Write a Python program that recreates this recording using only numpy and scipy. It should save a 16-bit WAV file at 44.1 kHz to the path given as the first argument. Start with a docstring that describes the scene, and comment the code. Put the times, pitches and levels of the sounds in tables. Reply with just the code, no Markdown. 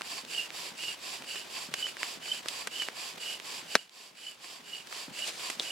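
"""A bow drill starts with a push on a forest floor: the spindle grinds hollowly while small twigs snap and ticks fall.
Each push ends in a soft double thud of the board; each pull squeaks, often locking into a few pure chirps.
This goes on about twice a second; after 3.7 s a stick cracks loudly and makes the camera's gain control duck.
One push at 4.97 s is harder, then come short rustles. Noise makes the friction and rustles, bursts of fibres
the snaps, a gliding tone the squeak; a faint stir, a low hum and a short answer from the trees lie behind it all."""
import sys
import numpy as np
from scipy import signal
from scipy.fft import rfft, irfft, next_fast_len
from scipy.io import wavfile
from scipy.ndimage import uniform_filter1d, map_coordinates

SR = 44100
rng = np.random.default_rng(int(sys.argv[2]) if len(sys.argv) > 2 else 0)


def wav_out(sig):
    """Save sig, one row per channel (or a flat mono array), as 16-bit PCM at SR to the path in sys.argv[1]."""
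    wavfile.write(sys.argv[1], SR, np.round(np.clip(np.atleast_2d(sig).T, -1, 1) * 32767).astype(np.int16))


N = 251806
TIME = np.arange(N) / SR


def amp(db):
    """Turn decibels into a gain."""
    return 10 ** (np.asarray(db) / 20)


def unit(x):
    """Scale to rms 1, a standard loudness."""
    return x / np.sqrt(np.mean(x ** 2) + 1e-20)


def along(points, hz):
    """Read a curve of (f/Hz, value) points, with frequency on a log axis."""
    f, value = np.transpose(points)
    return np.interp(np.log(hz + 1), np.log(f + 1), value)


def curves(rows):
    """Draw each column after the time as a curve with one value per sample."""
    s, *columns = np.transpose(rows)
    return [np.interp(TIME, s, column) for column in columns]


def wobble(rate):
    """A smooth random curve with rate random points a second."""
    points = rng.standard_normal(int(N * rate / SR) + 4)
    return map_coordinates(points, [TIME * rate])


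def filtered(x, response):
    """Shape the frequencies of x by a complex response."""
    size = next_fast_len(N + SR // 2)
    hz = np.fft.rfftfreq(size, 1 / SR)
    return irfft(rfft(x, size) * response(hz), size)[..., :N]


def resonances(modes, f):
    """Response of things that ring: (f/Hz, width/Hz, level/dB) modes with alternating signs."""
    total = 0
    for k, (centre, width, db) in enumerate(modes):
        ring = 1j * f * width / (centre * centre - f * f + 1j * f * width)
        total = total + (-1) ** k * amp(db) * ring
    return total


# how alike left and right are: (f/Hz, likeness 0-1)
LIKENESS = [(60, .72), (130, 0.71), (290, 0.34), (640, 0.45), (1410, 0.32), (3100, 0.62), (6820, 0.48),
            (15000, 0.041)]


def spread(pair):
    """Two unrelated signals become left and right, more or less alike in each band; rms 1."""
    def turn(f):
        return np.arccos(np.clip(along(LIKENESS, f), 0, 1)) / 2
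    mid, side = filtered(pair, lambda f: np.array([np.cos(turn(f)), np.sin(turn(f))]))
    return unit(np.array([mid + side, mid - side]))


def grains(response, rough_db, rate):
    """Stereo friction of rms 1: tiny slips, with rate random level points a second, through a response."""
    slips = rng.standard_normal((2, N)) * amp(rough_db * wobble(rate))
    return spread(filtered(slips, response))


def lead(x, delay):
    """Sound reaches the left side delay seconds before the right; below zero, the right comes first."""
    return filtered(x, lambda f: np.exp(1j * np.pi * f * delay * np.array([[1], [-1]])))


def add(track, s, sound):
    """Mix a sound into a track at time s."""
    part = track[..., max(round(s * SR), 0):][..., :sound.shape[-1]]
    part += sound[..., :part.shape[-1]]


def fracture(colour, t60, splinters, apart, size=4096):
    """A sharp release and a dying spray of fibres, coloured; as much energy as 10 ms at rms 1."""
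    t = np.arange(size) / SR
    fibres = rng.standard_normal(size) + apart * rng.standard_normal((2, size))
    spray = fibres * amp(-60 * t / t60)
    force = rfft(splinters * spray - (t == 0))
    # even out the broad spectrum of the force, so that the colour alone sets the tone
    drive = np.sqrt(np.abs(uniform_filter1d(np.mean(np.abs(force) ** 2, axis=0), size=35)))
    wanted = colour(np.fft.rfftfreq(size, 1 / SR)) / drive
    # folding the cepstrum makes a filter that never sounds before the blow
    cepstrum = irfft(np.log(wanted + 1e-6))
    cepstrum[1:size // 2] *= 2
    cepstrum[size // 2 + 1:] = 0
    sound = irfft(force * np.exp(rfft(cepstrum)))
    return unit(sound) * np.sqrt(.01 * SR / size)


def hum():
    """A very faint, wavering 69 Hz hum, a sine whose phase wanders."""
    return amp(-84.0) * np.sin(2 * np.pi * 69 * TIME + .5 * wobble(3.22))


# colour of the forest's stir: (f/Hz, level/dB)
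FOREST_COLOUR = [(25, -23), (52, -46), (69, -20), (82, -14), (150, -3), (350, 0), (1000, 0), (1800, -2),
                 (3000, -0.5), (5000, -6), (9000, -12.5), (16000, -20)]


def forest_stir():
    """The faint, steady stir of the forest: coloured noise."""
    return amp(-49.0) * grains(lambda f: amp(along(FOREST_COLOUR, f)), rough_db=2, rate=130)


# how long the answer takes to die by 60 dB: (f/Hz, t60/s)
TREE_DECAY = [(150, 0.22), (2000, 0.25), (12000, 0.05)]


def trees(x):
    """Trunks and the root wall scatter a short answer, made with a tail of dying noise."""
    noise = rng.standard_normal((2, SR // 3))
    hz, t, bands = signal.stft(noise, SR, nperseg=256)
    fade = amp(-60 * t / along(TREE_DECAY, hz)[:, None])
    tail = signal.istft(bands * fade, SR, nperseg=256)[1]
    return signal.fftconvolve(x, tail / np.linalg.norm(tail[0]), axes=1)[:, :N]


# swells of rough noise, one harder push at 4.97 s and then late rustles: (t/s, level/dB, half length/s)
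ROUGH_SWELLS = [(4.974, -44, .03), (5.281, -36.5, 0.014), (5.38, -45.5, .11), (5.624, -41.5, 0.015)]
# colour of the rough noise: (f/Hz, level/dB)
ROUGH_COLOUR = [(100, -26), (480, 1.5), (900, -0.5), (2000, 0), (4000, 4), (9000, -3.5), (16000, -22)]


def rough_swells():
    """Rough noise that swells and fades: one harder push at 4.97 s, then late rustles."""
    swell = np.zeros(N)
    for s, db, width in ROUGH_SWELLS:
        swell += amp(db) * np.exp(-.5 * ((TIME - s) / width) ** 2)
    return swell * grains(lambda f: amp(along(ROUGH_COLOUR, f)), rough_db=2.5, rate=1200)


def damp_wood(f):
    """Damp wood gives off little of the highest treble."""
    return 1 / np.sqrt(1 + (f / 10500) ** 8)


def ticks(count=26):
    """Dry stalks and crumbs of char tick faintly at random times, each a tiny fracture."""
    out = np.zeros((2, N))
    for when, size, pitch in rng.random((count, 3)):
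        hz = 1000 * 4 ** pitch
        colour = lambda f: damp_wood(f) * np.abs(resonances([(hz, 0.84 * hz, 0)], f)) ** 2.1
        tick = fracture(colour, t60=0.0059, splinters=0.14, apart=1.0)
        add(out, when * N / SR, amp(-57.5 + 7.2 * size) * tick)
    return out


# twig snaps, before the boosts and the sharpening in twigs():
# (t/s, level/dB, ring f/Hz, ring width/Hz, knock level/dB, splinter level/dB)
TWIG_SNAPS = [(0.01, -39.5, 1180, 800, -9.5, -18), (0.0187, -40.5, 2600, 1800, -19, -37),
              (0.2495, -49, 3480, 2400, -3, -21), (0.5046, -44.5, 2250, 1600, -12, -37),
              (0.8362, -43.5, 2390, 1700, -6, -21), (1.2225, -47, 2600, 1800, -4, -23),
              (1.357, -43.5, 1740, 1200, -7, -14), (1.7398, -31.5, 2320, 2660, -13.5, -17),
              (1.8676, -42, 1920, 1405, -11, -19), (1.9689, -44.5, 1770, 1200, -12, -33),
              (2.0313, -32, 2100, 1200, -20, -42), (2.4587, -41.5, 1450, 1000, -2, -22),
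              (2.4845, -33, 3380, 2500, -26, -15), (2.6724, -34.5, 1750, 1320, -10.5, -10.5),
              (2.8207, -38, 2070, 1500, -11, -22), (2.8861, -37, 1760, 1209, -4.5, -34),
              (3.3996, -44.5, 2576, 1890, -10, -32), (3.8948, -47.5, 3700, 2600, -19, -29),
              (4.4429, -44.5, 2330, 1590, -13, -20), (4.8717, -50, 4430, 2980, -23, -25),
              (4.9262, -39.5, 1300, 1100, -28, -25), (5.5002, -35, 2270, 1710, -8, -8),
              (5.5977, -31, 3720, 653, -17, -36), (5.6042, -38.5, 3400, 300, -11, -36)]
# a typical snap's tear; more splinters tear for longer, twice as long for each 14 dB
TEAR_T60_S, TEAR_SPLINTER_DB, TEAR_DOUBLES_DB = .013, -23, 14


def twigs():
    """Small dry snaps: each fracture has its own ring, a knock in the ground and bright splinters."""
    out = np.zeros((2, N))
    for s, db, hz, width_hz, knock_db, splinter_db in TWIG_SNAPS:
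        t60 = TEAR_T60_S * 2 ** ((splinter_db - TEAR_SPLINTER_DB) / TEAR_DOUBLES_DB)
        parts = [(hz, width_hz, 0), (420, 330, knock_db + 5), (8500, 5000, splinter_db)]
        # the power sharpens each peak
        colour = lambda f: damp_wood(f) * sum(np.abs(resonances([part], f)) ** 1.27 for part in parts)
        add(out, s, amp(db + 2.5) * fracture(colour, t60, splinters=0.23, apart=0.78))
    return out * amp([[-1], [.8]])


# the breaking stick and its bounces off the ground, before a 0.5 dB boost: (t/s, level/dB, t60/s)
STICK_CRACKS = [(3.7535, -14.5, .014), (3.7586, -29.5, 0.01), (3.761, -28.5, 0.035)]
# broad colour of the stick: (f/Hz, level/dB)
STICK_COLOUR = [(40, -31), (110, -27), (200, -4.5), (620, -2.5), (850, -5), (1100, -1), (1550, 1),
                (2400, -2), (3100, -10.5), (3900, -3.5), (5800, -9), (7500, -16.5), (10700, -15),
                (16000, -30)]


def stick():
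    """A thicker stick breaks with one loud crack; its wood rings briefly in a few bands."""
    out = np.zeros((2, N))
    modes = [(340, 110, -5), (593, 180, -1.0), (1560, 190, -3.5), (2190, 123, -8.0),
             (3670, 170, -4.5), (4180, 120, -5), (5700, 220, 2)]  # (f/Hz, width/Hz, level/dB)
    colour = lambda f: amp(along(STICK_COLOUR, f)) * (0.9 + np.abs(resonances(modes, f)))
    for s, db, t60 in STICK_CRACKS:
        add(out, s, amp(db + 0.5) * fracture(colour, t60, splinters=0.21, apart=.2))
    return lead(out, delay=3e-5) * amp([[.4], [-.4]])


# steady beat: start of the first push, length of one push and pull, share of it spent pushing
FIRST_PUSH_S, CYCLE_S, PUSH_SHARE = 0.012, 0.4847, 0.508


def bow():
    """Spindle speed (0-1) and whether the bow is being pulled; the spindle stops at each turn."""
    beat = (TIME - FIRST_PUSH_S) / CYCLE_S % 1
    stroke = np.interp(beat, [0, PUSH_SHARE, 1], [0, 1, 2])
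    return np.abs(np.sin(np.pi * stroke)), stroke >= 1


# the body leans in and rocks the board harder: (t/s, extra level/dB)
BODY_LEANS = [(1.68, 4.5), (5.08, 9.5)]
LEAN_S = 0.22  # how far from its middle a lean fades to 1/e
THUD_DB, THUD_EARLY_S, THUD_SCATTER_DB = -52, .024, 1  # the board rocks just before each push ends
SETTLE_S, SETTLE_DB = .026, -3.5  # the board drops back after rocking


def thuds():
    """Soft, low knocks of the board on damp soil near the end of each push, with a little scuff."""
    out = np.zeros((2, N))
    soil = [(40, -30), (100, -18.5), (165, 1.5), (250, -0.5), (400, -10.5),
            (1500, -19), (6000, -38), (16000, -70)]  # (f/Hz, level/dB)
    colour = lambda f: amp(along(soil, f))
    first = FIRST_PUSH_S + PUSH_SHARE * CYCLE_S - THUD_EARLY_S
    for s in np.arange(first, N / SR, CYCLE_S):
        lean_db = sum(extra * np.exp(-((s - when) / LEAN_S) ** 2) for when, extra in BODY_LEANS)
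        db = THUD_DB + lean_db + THUD_SCATTER_DB * rng.standard_normal()
        for delay, drop_db in [(0, 0), (SETTLE_S, SETTLE_DB)]:
            knock = fracture(colour, t60=0.063, splinters=0.13, apart=.3)
            add(out, s + delay, amp(db + drop_db) * knock)
    return out


# in mid-pull the spindle may lock into pure chirps, before a 2.5 dB boost: (t/s, level/dB, length/s)
SQUEAL_TIMES = [(0.382, -26, .03), (0.883, -32, .01), (1.307, -36.5, .01), (1.829, -27.5, .04),
                (2.287, -37, .01), (2.319, -24, .01), (2.8, -30, .04), (3.282, -35, .03),
                (3.793, -30.5, .01), (4.269, -29, .03), (4.735, -31, .03), (5.223, -31, .03)]
STUTTER_S, STUTTER_FADE_DB = 0.0157, 2  # spacing and loss from chirp to chirp


def chirps():
    """Each squeal stutters at an even pace and fades: (t/s, level/dB) of every chirp."""
    out = []
    for s, db, length in SQUEAL_TIMES:
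        for k, age in enumerate(np.arange(0, length, STUTTER_S)):
            out.append((s + age, db - STUTTER_FADE_DB * k))
    return out


# the pull bears down harder or softer, and its squeak drifts as the socket wears; spindle() reads it too.
# base values, shaped further by speed and wobble: (t/s, grinding level/dB, squeak level/dB, squeak f/Hz)
PULL_COURSE = [(0.4, -43, -33, 2855), (1.4, -45.5, -36, 2922), (2.3, -45, -36, 3015),
               (3.3, -44, -34.5, 2923), (4.3, -44.5, -36.5, 2973), (4.75, -47, -36, 2930),
               (5.25, -44.2, -39, 2913)]
CHIRP_DETUNE = 0.01194  # pitch scatter of the chirps, as a share


def squeak(speed, pulling):
    """On the pull the spindle sticks and slips near 3 kHz: a ragged tone that rises with speed and may lock."""
    level_db, pitch_hz = curves(PULL_COURSE)[1:]
    lock, surge = np.zeros(N), np.zeros(N)
    hz = pitch_hz * (1 + .045 * (speed - .95) + 0.01393 * wobble(260) + .008 * wobble(35))
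    for s, db in chirps():
        age = TIME - s
        # it grabs faster than it lets go
        burst = np.exp(-.5 * (age / np.where(age < 0, .0024, .005)) ** 2)
        hold = np.exp(-.5 * (age / 0.00715) ** 2)
        chirp_hz = pitch_hz * (1 + CHIRP_DETUNE * rng.standard_normal())
        hz = hz + hold * (chirp_hz - hz)
        lock = np.maximum(lock, hold)
        surge = surge + amp(db + 2.5) * burst
    swell = amp(level_db - 1.0) * pulling * (0.48 * speed ** 1.47 + 0.1 * speed ** 9)
    carrier = np.exp(2j * np.pi * np.cumsum(hz) / SR)
    flutter = amp(3.2 * wobble(130) + 2.2 * wobble(45))
    # the ragged tone gives way while a chirp holds
    tone = (swell * flutter * (1 - 0.99 * lock) + surge) * carrier.real
    rasp = 0.65 * swell * np.real((wobble(520) + 1j * wobble(520)) * carrier)
    return (tone + rasp) * amp([[-2.4], [1.9]])


# broad colour of the grinding: (f/Hz, level/dB)
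GRIND_COLOUR = [(60, -26), (200, -13.5), (400, -4), (900, -8), (1400, -12), (2000, -10.5), (3000, 0.5),
                (4000, -3), (5200, 1), (6300, -7), (7800, -4), (9300, -12), (11200, -10), (16000, -23.5)]
# how spindle and board ring on the push: (f/Hz, width/Hz, level/dB)
PUSH_RING = [(698, 52, -7), (1067, 110, -2.5), (1726, 124, -7.5), (2540, 460, -4), (4640, 160, -0.5),
             (7380, 390, -8), (10300, 390, -17)]
# how spindle and board ring on the pull: (f/Hz, width/Hz, level/dB)
PULL_RING = [(674, 170, -15), (1573, 134, -10), (2600, 470, -5.5), (4614, 92, -0.5), (7350, 770, -11),
             (10570, 190, -15.5)]
PUSH_DB = -43.5  # base level of the push, shaped further by speed and wobble
CREEP = .035  # a little grinding is left at a turn, while the spindle rocks in its socket


def spindle(speed, pulling):
    """Charred wood grinds in the socket: noise rings through a board loaded differently each way."""
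    pull_db = curves(PULL_COURSE)[0]
    dust = grains(lambda f: amp(along(GRIND_COLOUR, f)), rough_db=1.5, rate=900)
    push = grains(lambda f: resonances(PUSH_RING, f), rough_db=0.5, rate=600)
    pull = grains(lambda f: resonances(PULL_RING, f), rough_db=2.5, rate=500)
    # the tip wanders in its socket, so the ringing comes and goes
    wander = amp(2.03 * wobble(45))
    ring = np.where(pulling, amp(2.5) * pull, amp(1.0) * push) * wander
    pressure = amp(np.where(pulling, pull_db, PUSH_DB) + 0.39 * wobble(40))
    rub = np.tanh(CREEP + 1.47 * speed ** 1.82)  # friction levels off in mid-stroke
    return pressure * rub * (amp(2.0) * dust + ring)


def scene():
    """The drill, a little to the right, and the ground and forest around it."""
    speed, pulling = bow()
    drill = spindle(speed, pulling) * amp([[-1.6], [1.3]]) + squeak(speed, pulling)
    work = lead(drill, delay=-0.0000034) + rough_swells() + forest_stir()
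    hits = twigs() + ticks() + thuds() + stick()
    answer = trees(amp(-18.5) * work + amp(-28) * hits)
    return work + hits + answer + hum()


def gain_control(x, threshold_db, recover_db_per_s, attack):
    """A loud moment pulls the gain down; it then creeps back at a steady rate."""
    power = np.abs(uniform_filter1d(np.mean(x ** 2, axis=0), size=220))
    over_db = np.maximum(10 * np.log10(power + 1e-12) - threshold_db, 0)
    ramp = recover_db_per_s * TIME
    held_db = np.maximum.accumulate(over_db + ramp) - ramp
    keep = np.exp(-1 / (attack * SR))  # smooths the gain over attack seconds
    return x * amp(-signal.lfilter([1 - keep], [1, -keep], held_db))


TOP_HZ = 16000  # band limit of the camera


def record(dry):
    """The camera rides its gain, clips at full scale and fades out what lies above its band limit."""
    ridden = gain_control(dry, threshold_db=-23.0, recover_db_per_s=8, attack=0.016)
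    clipped = np.clip(ridden, -1, 1)
    return filtered(clipped, lambda f: .5 - .5 * np.tanh((f - TOP_HZ) / 120))


dry = scene()
out = record(dry)
wav_out(out)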